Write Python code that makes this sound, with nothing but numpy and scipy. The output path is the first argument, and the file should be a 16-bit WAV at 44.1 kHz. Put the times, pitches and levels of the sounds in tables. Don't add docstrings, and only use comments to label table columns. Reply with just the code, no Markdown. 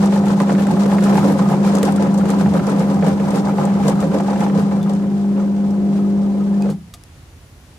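import sys
import numpy as np
from scipy import signal
from scipy.fft import rfft, irfft, next_fast_len
from scipy.io import wavfile

SR = 44100
rng = np.random.default_rng(int(sys.argv[2]) if len(sys.argv) > 2 else 0)


def file_out(sig):
    cols = np.atleast_2d(sig).T
    lim = np.clip(cols, -1, 1)
    pcm = np.round(lim * 32767).astype(np.int16)
    wavfile.write(sys.argv[1], SR, pcm)


N = 343098
OFF_S, RUNDOWN_T60 = 6.711, 0.18
LEAD_S = 0.00016
SWEEP_RISE_S, SWEEP_FALL_S, LURCH_RISE_S = 0.03, 0.033, 0.021

# t/s, level/dB, favoured f/Hz, slap compared with the knock/dB
KNOCKS = [(0.123, -16, 845, -12), (0.16, -13.5, 850, -12), (0.237, -15.5, 730, -16), (0.268, -16, 875, -14),
          (0.296, -20, 520, -17), (0.401, -8.5, 570, -7), (0.404, -8, 1020, -16), (0.489, -20.5, 457, -15),
          (0.494, -8.5, 810, -10), (0.55, -17.5, 540, -3.5), (0.582, -24, 537, 1.5),
          (0.667, -14.5, 610, -9), (0.706, -10.5, 860, -18), (0.768, -14, 840, -20), (0.82, -17, 544, -13),
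          (0.855, -11, 510, -9), (0.916, -12.5, 570, -6), (0.982, -16, 525, -2), (1.02, -26, 565, -18),
          (1.041, -14, 533, -16), (1.081, -13, 674, -16), (1.093, -24, 513, 4), (1.124, -15, 452, -13),
          (1.154, -9, 807, -10), (1.177, -9, 870, -5), (1.241, -5, 554, -30), (1.251, -17, 477, -17),
          (1.299, -11, 477, -12), (1.339, -26, 560, -5), (1.392, -8, 1024, -16), (1.397, -10, 498, -10),
          (1.483, -35, 660, -12), (1.517, -11, 800, -20), (1.538, -15, 820, -12), (1.599, -17, 530, -17),
          (1.83, -7, 488, -9), (1.879, -13, 744, -16), (1.996, -17, 550, -16), (2.056, -13, 507, -12),
          (2.255, -12, 537, -12), (2.295, -11, 483, -15), (2.41, -12, 770, -15.5), (2.46, -13.5, 820, -11),
          (2.504, -36, 514, -11), (2.539, -13, 560, -23), (2.592, -16, 592, -4), (2.673, -9.5, 516, -20),
          (2.723, -12, 510, -27), (2.802, -14, 493, -25), (2.832, -15, 474, -25), (3.024, -10, 543, -10.5),
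          (3.066, -7, 466, -20), (3.078, -9, 514, -18), (3.135, -19, 495, -23), (3.198, -13.5, 535, -11),
          (3.34, -10.5, 546, -15), (3.532, -17, 455, -23), (3.584, -8, 805, -19), (3.674, -12, 805, -19),
          (3.752, -15, 506, -15), (3.8, -15, 810, -20), (3.853, -10, 484, -24), (3.882, -6.5, 505, -22),
          (4.028, -8.5, 560, -20), (4.116, -16, 493, -9), (4.137, -13, 517, -14), (4.199, -17, 696, -3),
          (4.283, -13.5, 814, -18), (4.328, -15.5, 813, -14), (4.358, -17, 820, -8), (4.409, -13, 870, -12),
          (4.464, -13, 830, -9), (4.497, -17, 487, -8), (4.552, -11.5, 500, -25), (4.582, -10.5, 500, -25),
          (4.623, -21, 785, -16), (4.713, -21, 520, -4), (4.766, -17, 520, -15), (5.034, -21, 444, -17),
          (6.644, -18, 480, -27), (6.659, -15, 565, -27), (6.689, -16, 503, -14)]
# f/Hz, width/Hz, level/dB
DRUM_MODES = [(250.4, 20, -3.5), (274.2, 21, 4.5), (300.5, 16, 2.5), (364.2, 11.8, 3), (385.4, 11, -6.5),
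              (417, 35.5, -2.5), (458, 42.5, -1), (537, 37, 2.5), (706, 67, -5), (793.3, 21.5, 0),
              (846, 66, -6.5), (984, 71, -5), (1188, 225, -12.5), (1460, 710, -23), (2190, 480, -26)]
# t/s, level/dB
LOAD = [(0, -0.5), (1.3, 3.5), (2.1, 2.5), (3.4, 1), (4.4, 1), (4.75, -0.5), (5.1, -7), (6.1, -7.5),
        (6.7, -6.5)]
# t/s, tumbling level/dB, spatter level/dB
SWEEPS = [(0.037, -20.5, -37.5), (0.15, -23, -37.5), (0.297, -23, -39), (0.411, -23.5, -42.5),
          (0.505, -21, -41.5), (0.609, -27, -41), (0.712, -25.5, -43), (0.821, -22, -41),
          (0.927, -23, -40.5), (1.047, -24, -37), (1.169, -20, -36.5), (1.1, -18.5, -39.5),
          (1.253, -18, -38.5), (1.3, -22, -41), (1.401, -24.5, -43.5), (1.517, -23, -40.5),
          (1.669, -21.5, -38), (1.759, -19.5, -40.5), (1.868, -19, -35.5), (2.023, -20.5, -42.5),
          (2.179, -28, -58), (2.305, -21.5, -42.5), (2.41, -25.5, -41.5), (2.558, -20.5, -42),
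          (2.694, -21, -43), (2.804, -22, -41.5), (2.914, -27, -44.5), (3.077, -20, -40), (3.294, -24, -46),
          (3.361, -21, -39.5), (3.478, -23, -47.5), (3.613, -20.5, -42), (3.804, -29, -47.5),
          (3.885, -20, -37.5), (4.022, -24, -44), (4.153, -22, -45), (4.292, -23.5, -45.5),
          (4.423, -22, -40.5), (4.588, -25.5, -41.5), (4.733, -28.5, -69.5), (4.895, -30.5, -57),
          (5.042, -52, -59), (5.2, -43, -54), (5.399, -29, -52.5), (5.964, -38, -52), (6.4, -46, -58),
          (6.665, -39, -51)]
# t/s, level/dB
LURCHES = [(0.0, -13.5), (0.43, -36), (0.58, -44), (0.72, -17), (1.21, -14), (1.47, -19), (1.871, -28),
           (2.12, -24), (2.441, -10), (2.53, -18), (2.64, -22), (2.72, -25), (3.034, -14.5), (3.12, -18),
           (3.341, -15), (3.831, -23), (3.89, -20), (4.02, -25), (4.44, -25), (4.63, -26), (4.76, -23.5),
           (5.05, -34), (5.761, -34), (5.92, -23), (6.685, -20)]


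def hum():
    # t/s, level/dB
    loudness = [(0, -13.5), (.2, -12.5), (.5, -14.5), (.9, -15), (1.05, -12), (1.48, -16.5), (1.65, -12.5),
                (1.75, -16), (2.5, -16), (2.78, -17), (2.9, -16.5), (3.7, -18), (3.88, -17), (4.2, -19),
                (4.6, -16.5), (4.75, -17.5), (5.4, -15), (5.56, -17.5), (6.05, -15.5), (6.7, -16.5)]
    # multiple of the mains, level/dB
    overtones = [(1, -40.5), (2, -36), (3, -23.5), (5, -30), (6, -23), (7, -20), (8, -19.5), (11, -31.5),
                 (14, -28.5), (15, -52)]
    # t/s, left lead/radians, pan/dB
    swing = [(0, .13, .3), (1.3, .2, .4), (1.8, .26, 1.2), (3.2, .33, 1.0), (7, .34, 1.3)]
    mains_hz, side = 49.98, np.array([[.5], [-.5]])
    phase = 2 * np.pi * mains_hz * np.arange(N) / SR
    weak = 0
    for k, db in overtones:
        weak += amp(db + 2.14 * wander(19)) * np.sin(k * phase + 0.9 * wander(8) + 2 * np.pi * rng.random())
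    weak = np.array([weak, np.roll(weak, round(LEAD_S * SR))])
    strong = np.sin(4 * phase + side * curve(swing)) * pan(curve(swing, column=2))
    level = np.sqrt(2) * amp(curve(loudness) + 0.6 * wander(9))
    collapse = rundown(t60=0.04)
    room_tail = amp(-7) * (rundown(t60=0.33) - collapse)
    return level * (collapse + room_tail) * (strong + amp(-1.5) * weak)


def drum(tumbling):
    tumble = tumbling * np.sqrt(0.5 + 0.5 * bumps(per_s=170, spread_db=2.6, fall_s=0.0052))
    blows, thuds, t = np.zeros((2, N)), np.zeros(N), np.arange(800) / SR
    for s, db, hz, _ in KNOCKS:
        tone = np.sin(2 * np.pi * hz * t)
        wet_scatter = 1.5 * rng.standard_normal((2, len(t))) * np.exp(-t / 0.0055)
        add_at(blows, s, amp(db - 14.5) * (tone * np.exp(-t / 0.003) + wet_scatter))
        add_at(thuds, s, amp(db - 5) * fade(t, t60=0.045) * tone)
    shell = stereo_noise(tumble, lambda hz: modes(DRUM_MODES, hz), (230, 1500), LEAD_S, blows)
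    return shell + thuds * pan(0.8)


def stirring():
    stirred = swells(SWEEPS, curve(LOAD) - 29, SWEEP_RISE_S, SWEEP_FALL_S)
    flight_s, dip_depth = 0.015, 0.37
    landings = np.zeros(N)
    landings[(np.array(KNOCKS)[:, 0] * SR).astype(int)] = 1
    dip = np.sin(np.pi * np.linspace(0, 1, round(flight_s * SR)) ** 2)
    in_flight = signal.oaconvolve(landings, dip)[len(dip) - 1:]
    return stirred * (1 - dip_depth * np.minimum(in_flight, 1))


def boom():
    # f/Hz, width/Hz, level/dB
    housing_modes = [(85.2, 6, -12), (151, 11.2, -1), (169.4, 11.6, 4.5), (180.9, 20.1, 2.5),
                     (222, 23, -6.5)]
    steady_db = -24.5 + 0.87 * curve(LOAD)
    lurches = np.array(LURCHES) + [0, -5]
    level = swells(lurches, steady_db, LURCH_RISE_S, fall_s=0.03, t60=0.55)
    return stereo_noise(level, lambda hz: modes(housing_modes, hz), (135, 188))


def thumps():
    out, t = np.zeros(N), np.arange(SR // 4) / SR
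    centre_hz, rise_s = 169, 0.012
    shape = amp(3.5) * (1 - np.exp(-t / rise_s)) * fade(t, t60=0.29)
    for s, db in LURCHES:
        hz = centre_hz * rng.uniform(0.97, 1.03)
        tone = np.sin(2 * np.pi * (hz * t + rng.random()))
        add_at(out, max(s - LURCH_RISE_S, 0), amp(db) * shape * tone)
    return out


def slaps():
    out, t = np.zeros((2, N)), np.arange(2600) / SR
    wet = signal.butter(2, [750, 1900], "bandpass", fs=SR)
    shape = fade(t, t60=0.055) * np.minimum(t / 0.0015, 1)
    for s, db, _, slap_db in KNOCKS:
        a, b = rng.standard_normal((2, len(t)))
        burst = signal.lfilter(*wet, [a + 0.1 * b, 0.5 * a + 1.1 * b])
        add_at(out, s, amp(db + slap_db + 6.5) * shape * burst)
    return out


def clatter(tumbling):
    # f/Hz, level/dB, t60/s
    thin_parts = [(846, 6, 0.038), (1011, -13, 0.15), (1240, -1, 0.053), (1342, 2, 0.021),
                  (1610, -11, 0.037), (1810, -16, 0.039), (2090, -29, 0.021), (2360, -14.5, 0.037)]
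    out, t = np.zeros((2, N)), np.arange(2500) / SR
    taps_per_s, count = 260, 2 * len(thin_parts)
    tap_db = -8.5 + 0.23 * curve(LOAD) + 3.6 * np.minimum(rng.exponential(1, N), 3)
    tap_sizes = tumbling * amp(tap_db) * (rng.random(N) < taps_per_s / SR)
    part_hit = rng.integers(0, count, N)
    knock_s, knock_db, _, _ = np.transpose(KNOCKS)
    jolt_db = knock_db - 23 + rng.uniform(-2, 2, len(KNOCKS))
    jolts = amp(jolt_db)[:, None] * rng.uniform(0.15, 0.46, (len(KNOCKS), count))
    for k, (hz, db, t60) in enumerate(thin_parts + thin_parts):
        taps = tap_sizes * (part_hit == k)
        taps[(knock_s * SR).astype(int)] += jolts[:, k]
        ring = amp(db) * fade(t, t60) * np.sin(2 * np.pi * hz * t)
        out[k // len(thin_parts)] += signal.oaconvolve(taps, ring)[:N]
    return out + 0.5 * out[::-1]


def spatter():
    # f/Hz, level/dB
    colour = [(880, -5), (1500, 2.5), (2040, -5.5), (3090, -7), (6760, -11), (8160, -12), (9750, -18.5),
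              (10700, -18.5), (14200, -28), (16000, -37)]
    edges = [1200, 3200, 9500, 16000]
    # t/s, level/dB
    top_band = [(0, -0.5), (1.4, 4.5), (1.9, -1), (2.2, 2.5), (4, 1.5), (4.8, 1), (6.7, -1.5)]
    steady_db, splats_per_s = -47.5 + 0.81 * curve(LOAD), 83
    thrown = swells(SWEEPS, steady_db, SWEEP_RISE_S, SWEEP_FALL_S, column=2)
    shared = bumps(splats_per_s, spread_db=2.0, fall_s=0.006)
    hail = 0
    for lo, hi in zip(edges, edges[1:]):
        own = bumps(splats_per_s, spread_db=3.5, fall_s=0.008)
        force = np.sqrt(0.5 + 0.33 * shared + 0.37 * own)
        if hi == edges[-1]:
            force *= amp(curve(top_band)) * (thrown / amp(steady_db + 5)) ** 0.28
        band = signal.butter(3, [lo, hi], "bandpass", fs=SR, output="sos")
        hail += signal.sosfilt(band, force * rng.standard_normal((2, N)))
    blows = thrown * unit_level(hail)
    return stereo_noise(0, lambda hz: amp(at_pitch(colour, hz)), (2480, 12000), LEAD_S, blows)


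def ticks():
    # t/s, level/dB, pan/dB, ring f/Hz
    events = [(0.057, -17.5, 7, 6460), (.1386, -24, 9, 3580), (.158, -22, 5, 6500), (.176, -27, 5, 5000),
              (.2558, -19, 2, 3640), (.281, -22, 4, 3500), (.32, -24, 4, 6500), (.4, -15, 7, 4140),
              (.417, -19, 5, 7500), (.4888, -30, .5, 4047), (.525, -21, 5, 6500), (.668, -21, 7, 7000),
              (0.71, -16.5, 7, 3870), (0.86, -18.5, 9, 3750), (1.0065, -20, 5, 4260), (1.038, -17, 9, 7390),
              (1.3917, -23, 7, 6980), (1.487, -24, 4, 5890), (1.6501, -24, 12, 4410),
              (1.751, -12.5, 8, 6860), (1.767, -17, 3, 6000), (1.7835, -16, 6, 6930),
              (1.8304, -16, 8, 8000), (1.8517, -18, 16, 5220), (1.921, -20, 10, 9000), (1.96, -17, 8, 7900),
              (2.023, -20.5, 9, 5580), (2.141, -21, 8, 6500), (2.176, -19.5, 6, 6490),
              (2.184, -22, 7, 7000), (2.2553, -24, 9, 4470), (2.288, -22, 9, 7000), (2.3018, -16, 13, 7200),
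              (2.41, -21, 15, 4070), (2.5383, -26, 12, 4090), (2.6424, -27, 5, 3800), (2.667, -19, 4, 5550),
              (2.696, -18, 3, 7760), (2.793, -22, 12, 5770), (2.942, -22, 3, 5150), (3.064, -21, 7, 7000),
              (3.081, -21, 5, 8000), (3.199, -30, 5, 7500), (3.228, -31, 5, 7000), (3.2849, -25, 4, 5950),
              (3.305, -20.5, 10, 7020), (3.357, -17, 6, 4980), (3.371, -21, 4, 7500), (3.482, -24, 5, 6500),
              (3.637, -27, 5, 7800), (3.652, -19, 7, 7500), (3.88, -7.5, 6, 6740), (3.896, -15, 6, 8000),
              (4.004, -19, 2, 6880), (4.142, -22, 3, 5000), (4.1849, -21, 7, 3990), (4.204, -23.5, 7, 6000),
              (4.4055, -24, 9, 5820), (4.894, -18.5, 1, 3740), (4.934, -24.5, 3, 6000),
              (4.95, -30, 3, 7000), (5.421, -36, 3, 6500), (5.706, -28, 7, 6000)]
    out, t = np.zeros((2, N)), np.arange(3000) / SR
    bright = signal.butter(3, [2500, 11000], "bandpass", fs=SR)
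    shape = fade(t, t60=0.04) * np.minimum(t / 0.0012, 1)
    for s, db, pan_db, hz in events:
        a, b = rng.standard_normal((2, len(t)))
        crack = np.array([a, 0.43 * np.roll(a, 6) + 1.1 * b])
        ring = signal.lfilter(*signal.iirpeak(hz, Q=3.0, fs=SR), crack)
        tick = 0.77 * signal.lfilter(*bright, crack) + 1.28 * ring
        add_at(out, s, amp(db - 11.5) * pan(pan_db) * shape * tick)
    return out


def clack():
    out, t = np.zeros((2, N)), np.arange(1000) / SR
    hit_s, spike_s = 1.8302, 0.00015
    spike = -(1 - t / spike_s) * np.exp(-t / spike_s)
    a, b = rng.standard_normal((2, len(t)))
    wide = signal.butter(1, [1200, 9000], "bandpass", fs=SR)
    scatter = signal.lfilter(*wide, [a + 0.4 * b, 0.63 * a - 0.46 * b]) * fade(t, t60=0.014)
    add_at(out, hit_s, amp(-6) * (spike * pan(3) + 0.42 * scatter))
    return out


def gears():
    dull_hz = 416
    level = amp(-33 + 1.8 * wander(10)) * rundown(RUNDOWN_T60)
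    return stereo_noise(level, lambda hz: modes(DRUM_MODES, hz) / (1 + (hz / dull_hz) ** 2),
                        (230, 3000), LEAD_S)


def metal_clicks():
    # t/s, snap level/dB, pan/dB, snap t60/s, ring f/Hz, ring level/dB, ring t60/s
    events = [(4.814, -55, 6, .02, 3520, -42, .05), (4.829, -33, 6, .02, 3500, -39, .06),
              (5.992, -53, 6, .02, 1290, -36, 0.11), (6.046, -55, 13, .02, 1250, -37, .08),
              (6.405, -46, 5, .02, 1260, -35, 0.14), (6.539, -55, 1, .02, 1750, -40, 0.055),
              (6.6226, -35, -7, .02, 2520, -38, 0.078), (6.622, -34, 0.5, .02, 4700, -35, 0.022),
              (6.699, -37, .5, 0.16, 4250, -42, .04), (6.9386, -29.5, 2, 0.057, 1210, -37.5, 0.059),
              (6.939, -40, -3, .03, 4600, -42, 0.037), (6.94, -50, 0, .03, 2000, -45, .04),
              (6.948, -55, 4, .03, 705, -43, .06), (7.0372, -36, 8, 0.01, 10800, -38, .01)]
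    out, t = np.zeros((2, N)), np.arange(4000) / SR
    bright = signal.butter(2, [2200, 10500], "bandpass", fs=SR)
    for s, db, pan_db, snap_t60, hz, ring_db, ring_t60 in events:
        snap = amp(db) * fade(t, snap_t60) * signal.lfilter(*bright, rng.standard_normal(len(t)))
        ring = amp(ring_db) * fade(t, ring_t60) * np.sin(2 * np.pi * hz * t)
        add_at(out, s, pan(pan_db) * (snap + ring))
    return out


def room():
    # f/Hz, level/dB
    colour = [(40, -4), (88, 2), (150, -6), (200, -12.5), (300, -14), (400, -19.5), (1000, -24),
              (2500, -27.5), (6000, -32), (9000, -35), (11500, -41), (13200, -51), (16000, -56)]
    # f/Hz, level/dB
    whine_tones = [(6002, -75), (6998, -75), (10002, -79), (14002, -75)]
    # f/Hz, width/Hz, level/dB
    fuzzy_tones = [(10800, 130, -1.5), (14550, 70, -6)]
    air = stereo_noise(amp(-42 + wander(6.4)), lambda hz: amp(at_pitch(colour, hz)), (17, 16000))
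    whine, t = 0, np.arange(N) / SR
    for hz, db in whine_tones:
        whine += amp(db) * np.sqrt(2) * np.sin(2 * np.pi * (hz * t + rng.random()) + 1.2 * wander(11))
    whistle = stereo_noise(amp(-64.5), lambda hz: modes(fuzzy_tones, hz), (9000, 16000))
    return air + whine * amp(1.5 * wander(12)) + whistle


def stereo_noise(envelope, colour, band_hz, lead_s=0, blows=0):
    # f/Hz, likeness from 0 to 1
    likeness = [(30, 1), (200, 0.98), (500, 0.66), (800, 0.97), (1400, 0.051), (3000, 0.087),
                (16000, 0.071)]
    # f/Hz, pan/dB
    balance = [(60, -3), (130, 0.5), (290, -2.5), (640, -1.5), (1410, 4.5), (3100, -2), (6820, 2.5),
               (15000, 0.5)]
    size = next_fast_len(N + SR // 4, real=True)
    hz = np.fft.rfftfreq(size, 1 / SR)
    left, other = rfft(rng.standard_normal((2, N)) * envelope + blows, size)
    same, gain = at_pitch(likeness, hz), colour(hz)
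    right = same * left * np.exp(-2j * np.pi * hz * lead_s) + np.sqrt(1 - same ** 2) * other
    pair = np.array([left, right]) * pan(at_pitch(balance, hz))
    inside = (hz > band_hz[0]) & (hz < band_hz[1])
    band_gain = np.sqrt(np.sum(abs(gain[inside]) ** 2) / len(hz))
    return irfft(pair * gain / band_gain, size)[:, :N]


def modes(table, hz):
    return sum((-1) ** k * amp(db) * 1j * hz * width / (f * f - hz * hz + 1j * hz * width)
               for k, (f, width, db) in enumerate(table))


def swells(rows, steady_db, rise_s, fall_s, column=1, t60=RUNDOWN_T60):
    rows, t = np.array(rows), np.arange(0, N, 64) / SR
    since = t - rows[:, :1]
    bells = amp(rows[:, column, None]) ** 2 * np.exp(-(since / np.where(since < 0, rise_s, fall_s)) ** 2)
    power = amp(steady_db) ** 2 + np.interp(np.arange(N) / SR, t, bells.sum(axis=0))
    return np.sqrt(power) * rundown(t60)


def bumps(per_s, spread_db, fall_s):
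    sizes = amp(spread_db * np.minimum(rng.exponential(1, N), 3)) ** 2
    hits = sizes * (rng.random(N) < per_s / SR)
    power = signal.lfilter([1], [1, -np.exp(-1 / (fall_s * SR))], hits)
    return power / power.mean()


def wander(rate_hz):
    t = np.arange(0, N + 256, 256) / SR
    rates = rate_hz * np.geomspace(.05, 1, num=24)
    drift = sum(np.sin(2 * np.pi * (f * t + rng.random())) / np.sqrt(f) for f in rates)
    return np.interp(np.arange(N) / SR, t, unit_level(drift))


def rundown(t60):
    return fade(np.maximum(np.arange(N) / SR - OFF_S, 0), t60)


def fade(t, t60):
    return amp(-60 * t / t60)


def amp(db):
    return 10 ** (np.asarray(db) / 20)


def pan(db):
    return amp(db * np.array([[.5], [-.5]]))


def unit_level(x):
    return x / np.sqrt(np.mean(x ** 2) + 1e-20)


def at_pitch(points, hz):
    f, value = np.transpose(points)
    return np.interp(np.log(hz + 1), np.log(f + 1), value)


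def curve(rows, column=1):
    rows = np.array(rows)
    return np.interp(np.arange(N) / SR, rows[:, 0], rows[:, column])


def add_at(out, start_s, sound):
    start = round(start_s * SR)
    out[..., start:start + sound.shape[-1]] += sound


def scene():
    tumbling = stirring()
    motor = hum() + gears()
    body = drum(tumbling) + boom() + thumps()
    pulp = slaps() + clatter(tumbling) + spatter() + ticks() + clack()
    return motor + body + pulp + metal_clicks() + room()


def record(dry):
    thinned = signal.sosfilt(signal.butter(4, 42, "highpass", fs=SR, output="sos"), dry)
    rounded = 0.9 * np.tanh(thinned / 0.9)
    treble_cut = signal.firwin(511, cutoff=15850, window=("kaiser", 9), fs=SR)
    return signal.oaconvolve(rounded, treble_cut[None], "same")


dry = scene()
out = record(dry)
file_out(out)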